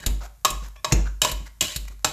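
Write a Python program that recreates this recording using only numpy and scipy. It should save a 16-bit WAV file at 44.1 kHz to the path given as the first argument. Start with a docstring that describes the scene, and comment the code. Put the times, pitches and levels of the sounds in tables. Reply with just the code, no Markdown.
"""A steel masher works cooked vegetables in a steel pot on a hob, about two and a half strokes a second.
It clacks on the wall as chatter plus ringing modes, then scrapes down as dense stick-slip clicks.
It lands on the base with a bright clack, a thud, and a slow sine boom from the worktop.
Filtered grains make the mash squelch, snap and crackle; gliding partials make one squeak.
A small hard kitchen answers with decaying noise, over a faint noise floor and a steady low hum."""
import sys
import numpy as np
from scipy import signal
from scipy.fft import rfft, irfft
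from scipy.io import wavfile

SR = 44100
rng = np.random.default_rng(int(sys.argv[2]) if len(sys.argv) > 2 else 0)


def unload_wav(signal):
    """Save mono or channel-first audio to the path in sys.argv[1] as 16-bit WAV at rate SR, clipped to [-1, 1]."""
    wavfile.write(
        sys.argv[1],
        SR,
        np.round(np.clip(np.atleast_2d(signal).T, -1, 1) * 32767).astype(np.int16),
    )


N = 93888

# masher lands on the base: start_s, clack_db, treble_db, favoured_ring_hz, ring_lift_db,
# thud_db, rumble_db, knock_db, boom_db, boom_rise_s, boom_t60_s
LANDINGS = [(0.0619, -14.5, 4, 3740, 0.5, -25, -29, -36.5, -6, 0.07, 0.43),
            (0.5026, -24, 10.5, 7360, 0.5, -27, -37.5, -47, -16, 0.071, 0.72),
            (.9215, -11, -2.5, 6350, 11.5, -9, -21.5, -22, -8, 0.021, 0.7),
            (1.3142, -26, 11, 4120, 11.5, -30, -38.5, -44.5, -15, .03, 0.42),
            (1.7602, -23, 10, 4270, 13.5, -25.5, -43.5, -51, -21, 0.031, 0.79)]
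# modes of the pot wall, damped by the mash: pitch_hz, level_db, t60_s
WALL_MODES = [(624, -6, 0.15), (850, -16.5, 0.15), (1102, -8, 0.049), (1331, -22, 0.069),
              (1680, -11.5, 0.052), (1747, -19, 0.11), (2532, -13.5, 0.15), (2900, -6.5, 0.041),
              (3120, -14, 0.059), (3820, 1, 0.036), (4460, -23, 0.035), (5200, -15, 0.12),
              (5700, -26, 0.043), (7440, -7.5, 0.096)]
# spectrum of the wet mash: frequency_hz, level_db
MASH_SPECTRUM = [(80, -22), (250, -12), (600, 1.5), (1500, 4), (3000, -7), (7500, 0.5), (8700, -11),
                 (13500, -4.5)]


def undb(db):
    """Decibels to gain."""
    return 10 ** (np.asarray(db) / 20)


def unit(x):
    """Scale to rms 1."""
    return x / np.sqrt(np.mean(x ** 2) + 1e-20)


def clock():
    """Time of every sample, in seconds."""
    return np.arange(N) / SR


def add(out, start_s, x):
    """Mix x into out from start_s."""
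    i = max(int(start_s * SR), 0)
    out[i:i + len(x)] += x[:max(N - i, 0)]


def convolve(x, response):
    """Pass x through an impulse response, keeping its length."""
    return signal.fftconvolve(x, response)[:len(x)]


def colour(x, spectrum=None, bass_db=0, treble_db=0, ring_hz=1000, lift_db=0):
    """Causal filter: a spectrum at unit power, two shelves and one broad resonance."""
    size = 2048
    f = np.maximum(np.fft.rfftfreq(size, 1 / SR), 1)
    db = np.zeros(len(f))
    if spectrum is not None:
        hz, level_db = np.array(spectrum).T
        db = np.interp(np.log(f), np.log(hz), level_db)
        db = db - 10 * np.log10(np.mean(undb(db) ** 2))
    db = db + bass_db / (1 + (f / 450) ** 2)
    db = db + treble_db / (1 + (6500 / f) ** 4)
    db = db + lift_db * np.exp(-(np.log(f / ring_hz) / .15) ** 2)
    # folding the cepstrum makes the filter minimum phase
    cepstrum = irfft(db * np.log(10) / 20)
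    cepstrum[1:size // 2] *= 2
    cepstrum[size // 2 + 1:] = 0
    return convolve(x, irfft(np.exp(rfft(cepstrum))))


def fade(t, t60_s):
    """Exponential decay, 60 dB down after t60_s."""
    return np.exp(-np.log(1000) * t / t60_s)


def walk(rate):
    """Smooth random wander, with rate new targets a second and a spread near 1."""
    return np.interp(clock() * rate, np.arange(N), rng.standard_normal(N))


def grains(rate, spread_db):
    """Tiny clicks at random moments, rate a second on average, a few larger than the rest."""
    size = undb(spread_db * np.minimum(rng.exponential(size=N), 5))
    polarity = rng.choice([-1, 1], N)
    return unit(size * polarity * (rng.random(N) < rate / SR))


def ring(modes):
    """One tap on an object: decaying sines, each randomly detuned a little on every tap."""
    t = clock()[:N // 4]
    out = np.zeros(len(t))
    for k, (hz, level_db, t60_s) in enumerate(modes):
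        detune = 1 + 0.0018 * rng.standard_normal()
        tone = np.sin(2 * np.pi * hz * detune * t) * fade(t, t60_s)
        out += (-1) ** k * undb(level_db) * tone
    return out


def clack(modes, ring_db, spectrum, chatter_s):
    """Steel on steel: a few milliseconds of dense chatter and the ring of the struck part."""
    chatter_shape, crack_db, contact_s = 1.41, 2.5, 0.00063
    t = clock()[:N // 4]
    burst = rng.choice([-1., 1.], len(t)) * np.exp(-(t / chatter_s) ** chatter_shape)
    chatter = colour(burst, spectrum)
    onset = 1 - np.exp(-t / contact_s)
    return (undb(crack_db) * chatter + undb(ring_db) * ring(modes)) * onset


def wall_strikes():
    """The masher's edge hits the wall; each spot favours other modes."""
    # hits: start_s, level_db, bass_db, treble_db, favoured_ring_hz, ring_lift_db, chatter_s
    strikes = [(.448, -15, -0.5, 5.5, 1137, 13, 0.0068), (0.4521, -18, -0.5, -6, 1140, 19.5, 0.0084),
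               (.845, -18, -8, -6.5, 1064, 10.5, 0.0081), (1.2173, -13.5, -18, 6.5, 3080, 7.5, 0.0043),
               (1.247, -18, -2.5, -0.5, 1026, 12, 0.0084), (1.6085, -19.5, -11.5, 8.5, 2830, 11.5, 0.0073),
               (1.623, -32.5, 23.5, 21, 1930, 19, 0.0043), (2.0453, -14.5, -7, 2.5, 1368, 17, 0.007),
               (0.4786, -32.5, -5, -16, 1115, 11.5, 0.0063)]
    # contact spectrum: frequency_hz, level_db
    clack_spectrum = [(60, -19), (200, -10), (600, 1.5), (1500, -8.5), (3000, -5.5), (5500, -3.5),
                      (7500, -1), (8700, -14.5), (13500, -13.5)]
    out = np.zeros(N)
    for start_s, level_db, bass_db, treble_db, ring_hz, lift_db, chatter_s in strikes:
        hit = clack(WALL_MODES, -1.5, clack_spectrum, chatter_s)
        hit = colour(hit, None, bass_db, treble_db, ring_hz, lift_db)
        add(out, start_s, undb(level_db) * hit)
    return out


def closing_gap(x, length_s):
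    """The echo between plate and mash comes ever sooner, so its resonances slide."""
    t = clock()
    gap_m = np.interp(t, [0, length_s], [.16, .06])
    delay_s = 2 * gap_m / 343  # there and back at the speed of sound, m/s
    return x + .5 * np.interp(t - delay_s, t, x)


def scrapes():
    """Dense stick-slip clicks ring the wall while the masher judders down it."""
    # downward scrapes: start_s, length_s, level_db, fade_db, bass_db, favoured_ring_hz, ring_lift_db
    strokes = [(0, 0.063, -41.5, -2, 15.5, 1720, 15.5), (.458, 0.048, -29, -7, -2, 1130, 18),
               (.852, 0.0855, -37.5, -4, 16.5, 916, 21), (1.221, 0.089, -21, -10.5, 3, 2900, -0.5),
               (1.614, 0.151, -26, -11, -23, 3010, 2.5), (2.049, 0.07, -26, -10.5, 9.5, 795, 15)]
    # friction spectrum: frequency_hz, level_db
    scrape_spectrum = [(40, -22), (130, 2), (250, -12.5), (600, -2), (1500, -8), (3000, 0.5), (5500, -6.5),
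                       (7400, -1), (8700, -12.5), (13500, -13)]
    slips_per_s, spread_db = 3500, 1.5
    judder_per_s, judder_db, ring_db = 129, 3, -6
    out, t = np.zeros(N), clock()
    for start_s, length_s, level_db, fade_db, bass_db, ring_hz, lift_db in strokes:
        judder = undb(judder_db * walk(judder_per_s))
        slips = unit(grains(slips_per_s, spread_db) * judder)
        wall = unit(convolve(slips, ring(WALL_MODES)))
        sound = closing_gap(colour(slips, scrape_spectrum) + undb(ring_db) * wall, length_s)
        sound = unit(colour(sound, None, bass_db, 0, ring_hz, lift_db))
        attack = np.clip(t / 0.0017, 0, 1)
        release = np.clip((length_s - t) / 0.021 + .5, 0, 1)  # centred on the end of the stroke
        pressure = attack * release * undb(fade_db * np.minimum(t / length_s, 1))
        add(out, start_s, undb(level_db) * pressure * sound)
    return out


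def thud():
    """The dull push of the pot on the hob, a short low sine."""
    thud_hz, t60_s, onset_s = 124.6, 0.069, 0.00085
    t = clock()[:N // 4]
    return -np.sin(2 * np.pi * thud_hz * t) * fade(t, t60_s) * (1 - np.exp(-t / onset_s))


def rumble(t60_s):
    """Dark low noise that swells at once and dies away, like many crowded low modes."""
    # spectrum: frequency_hz, level_db
    rumble_spectrum = [(40, -28.5), (80, 4), (150, 0), (220, -6), (400, -12.5), (900, -21), (3000, -31.5),
                       (13500, -73.5)]
    t = clock()
    noise = unit(colour(rng.standard_normal(N), rumble_spectrum))
    return noise * fade(t, t60_s) * (1 - np.exp(-t / 0.00067))


def landings():
    """The masher meets the base: a bright clack, then a thud, knock and rumble through the hob."""
    # modes of the base with the masher pressed on it: pitch_hz, level_db, t60_s
    base_modes = [(1650, -14, .06), (2370, -17, .07), (2700, -11, .06), (3680, -13, .04), (3950, -13, .05),
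                  (5270, -15, .05), (5620, -14, .05), (6500, -13, .06), (6850, -14, .08), (7020, -12, .08),
                  (7470, -13, .08), (7650, -16, .07)]
    # modes of the hob under the pot: pitch_hz, level_db, t60_s
    hob_modes = [(98, -5, .2), (148, -4, .25), (178, -3, .12), (210, -1, .12), (292, -6, .16),
                 (329, -1, .2), (390, -9, .12), (457, -7, .16), (515, -9, .1), (655, -12, .13),
                 (732, -12, .13), (855, -11, .12)]
    # contact spectrum: frequency_hz, level_db
    landing_spectrum = [(60, 28), (300, -6.5), (900, -5), (2000, 0), (3700, 3), (5500, -3), (7400, 1.5),
                        (8700, -5), (13500, -5.5)]
    chatter_s, ring_db, rumble_t60_s = 0.0092, -4, .36
    out = np.zeros(N)
    for (start_s, clack_db, treble_db, ring_hz, lift_db,
         thud_db, rumble_db, knock_db, *_) in LANDINGS:
        bright = clack(base_modes, ring_db, landing_spectrum, chatter_s)
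        bright = colour(bright, None, 0, treble_db, ring_hz, lift_db)
        body = undb(thud_db) * thud() + undb(knock_db) * ring(hob_modes)
        add(out, start_s, undb(clack_db) * bright + body)
        add(out, start_s, undb(rumble_db) * rumble(rumble_t60_s))
    return out


def worktop():
    """Each landing sets the worktop swinging in its lowest mode."""
    boom_hz = 49.5
    out, t = np.zeros(N), clock()
    for start_s, *_, boom_db, rise_s, t60_s in LANDINGS:
        swell = (1 - np.exp(-t / rise_s)) * fade(t, t60_s)
        add(out, start_s, undb(boom_db) * np.sin(2 * np.pi * boom_hz * t) * swell)
    return out


def low_rumbles():
    """Short dark low rumbles, swelling at once and dying away."""
    # rumbles: start_s, level_db
    rumbles = [(0.62, -41), (1.612, -28), (1.4, -41), (1.9, -47), (1, -40), (.452, -38.5)]
    out = np.zeros(N)
    for start_s, level_db in rumbles:
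        add(out, start_s, undb(level_db) * rumble(0.19))
    return out


def squelches():
    """Wet films burst in small hollows as the mash sucks and tears: dense grains, one resonance."""
    # squelches: start_s, length_s, level_db, hollow_hz, hollow_lift_db, bass_db, treble_db
    bursts = [(0.036, .008, -34.5, 1570, 14, 0, -16), (0.205, 0.028, -42, 1210, 7, 4, -12),
              (0.217, 0.061, -42.5, 687, 7.5, 7.5, -4), (0.612, 0.083, -47, 1230, -8, -2, -8),
              (0.756, 0.016, -47.5, 2530, 14, 6, -20), (1.053, 0.032, -38, 1470, 11, -8, -17),
              (1.456, 0.028, -43.5, 2060, 5.5, -9, -5), (1.875, .016, -39.5, 2310, 14.5, -15, -0.5),
              (1.899, 0.039, -53.5, 1200, 7, -15, 1), (0.911, 0.012, -33, 2100, 8, -2, -22)]
    out, t = np.zeros(N), clock()
    for start_s, length_s, level_db, hollow_hz, lift_db, bass_db, treble_db in bursts:
        films = grains(1750, spread_db=0.5)
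        wet = unit(colour(films, MASH_SPECTRUM, bass_db, treble_db, hollow_hz, lift_db))
        swell = np.sin(np.pi * np.minimum(t / length_s, 1))
        add(out, start_s, undb(level_db) * wet * swell)
    return out


def snaps():
    """Small wet snaps of the mash: noise bursts with a one-millisecond decay constant."""
    # snaps: start_s, level_db
    wet_snaps = [(.613, -52), (.665, -42), (.685, -39.5), (1.854, -40)]
    out, t = np.zeros(N), clock()
    for start_s, level_db in wet_snaps:
        burst = rng.standard_normal(N) * np.exp(-t / 0.001)
        add(out, start_s, undb(level_db) * colour(burst, MASH_SPECTRUM, bass_db=-4, treble_db=6.5))
    return out


def squeak():
    """Wet steel sticks and slips as the masher is lifted and sets a few modes singing."""
    # singing modes: pitch_hz, level_db, glide_hz_per_s
    partials = [(1150, 0, -1500), (1730, -3, 0), (2390, -3, 1000), (3240, -3, 6000), (5490, -7, 1500)]
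    start_s, length_s, level_db = .757, .048, -56
    jitter, jitter_per_s = .022, 900  # jitter is a fraction of the pitch
    out, t = np.zeros(N), clock()
    tone = np.zeros(N)
    for hz, partial_db, glide in partials:
        pitch_hz = (hz + glide * np.minimum(t, length_s)) * (1 + jitter * walk(jitter_per_s))
        tone += undb(partial_db) * np.sin(2 * np.pi * np.cumsum(pitch_hz) / SR)
    envelope = np.clip(np.minimum(t, length_s - t) / .004, 0, 1)
    add(out, start_s, undb(level_db) * unit(tone) * envelope)
    return out


def crackle():
    """The mash keeps up a faint crackle of sparse grains."""
    pops = grains(340, spread_db=4)
    return undb(-67.5) * colour(pops, MASH_SPECTRUM, bass_db=-10.5)


def kitchen(x):
    """Diffuse reflections of a small hard room: noise bands, each with its own decay."""
    # reverb bands: centre_hz, t60_s, level_db
    bands = [(99, 0.39, -15.5), (432, 0.31, -6), (1137, 0.38, -9), (3500, 0.42, -10), (6900, 0.46, -14),
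             (13000, 0.3, -12.5)]
    gap_s = 0.0068  # silence before the first reflections
    hz, t60_s, level_db = np.array(bands).T
    t = clock()
    f = np.maximum(np.fft.rfftfreq(N, 1 / SR), 1)
    noise = rfft(rng.standard_normal(N))
    tail = np.zeros(N)
    for k, share in enumerate(np.eye(len(hz))):
        band = irfft(noise * np.interp(np.log(f), np.log(hz), share), N)
        envelope = fade(t, t60_s[k]) * np.clip(t / gap_s - 1, 0, 1)
        tail += undb(level_db[k]) * band * envelope / np.sqrt(np.sum(envelope ** 2))
    return convolve(x, tail)


def noise_floor():
    """Steady filtered noise with a faint steady low hum, a single sine near 50 Hz."""
    # spectrum: frequency_hz, level_db
    floor_spectrum = [(25, 14), (50, 12), (100, 13.5), (300, -11), (1100, -13), (2500, -24), (7000, -13),
                      (9000, -15), (13500, -11)]
    hum_hz, hum_db = 50.29, -46.5
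    noise = undb(-57) * colour(rng.standard_normal(N), floor_spectrum)
    return noise + undb(hum_db) * np.sin(2 * np.pi * hum_hz * clock())


def scene():
    """Pot and mash with their room, over the worktop boom and the noise floor."""
    steel = wall_strikes() + scrapes() + landings() + squeak()
    mash = squelches() + snaps() + crackle()
    pot = steel + low_rumbles() + mash
    return (pot + kitchen(pot) + worktop() + noise_floor())[None]


def record(dry):
    """Thin the deepest bass with a gentle high-pass and cut the top with a steep low-pass."""
    low_cut_hz, top_hz = 30.5, 13850
    high_pass = signal.butter(2, low_cut_hz, "high", fs=SR, output="sos")
    low_pass = signal.ellip(10, .2, 70, top_hz, fs=SR, output="sos")
    return signal.sosfilt(low_pass, signal.sosfilt(high_pass, dry))


dry = scene()
out = record(dry)
unload_wav(out)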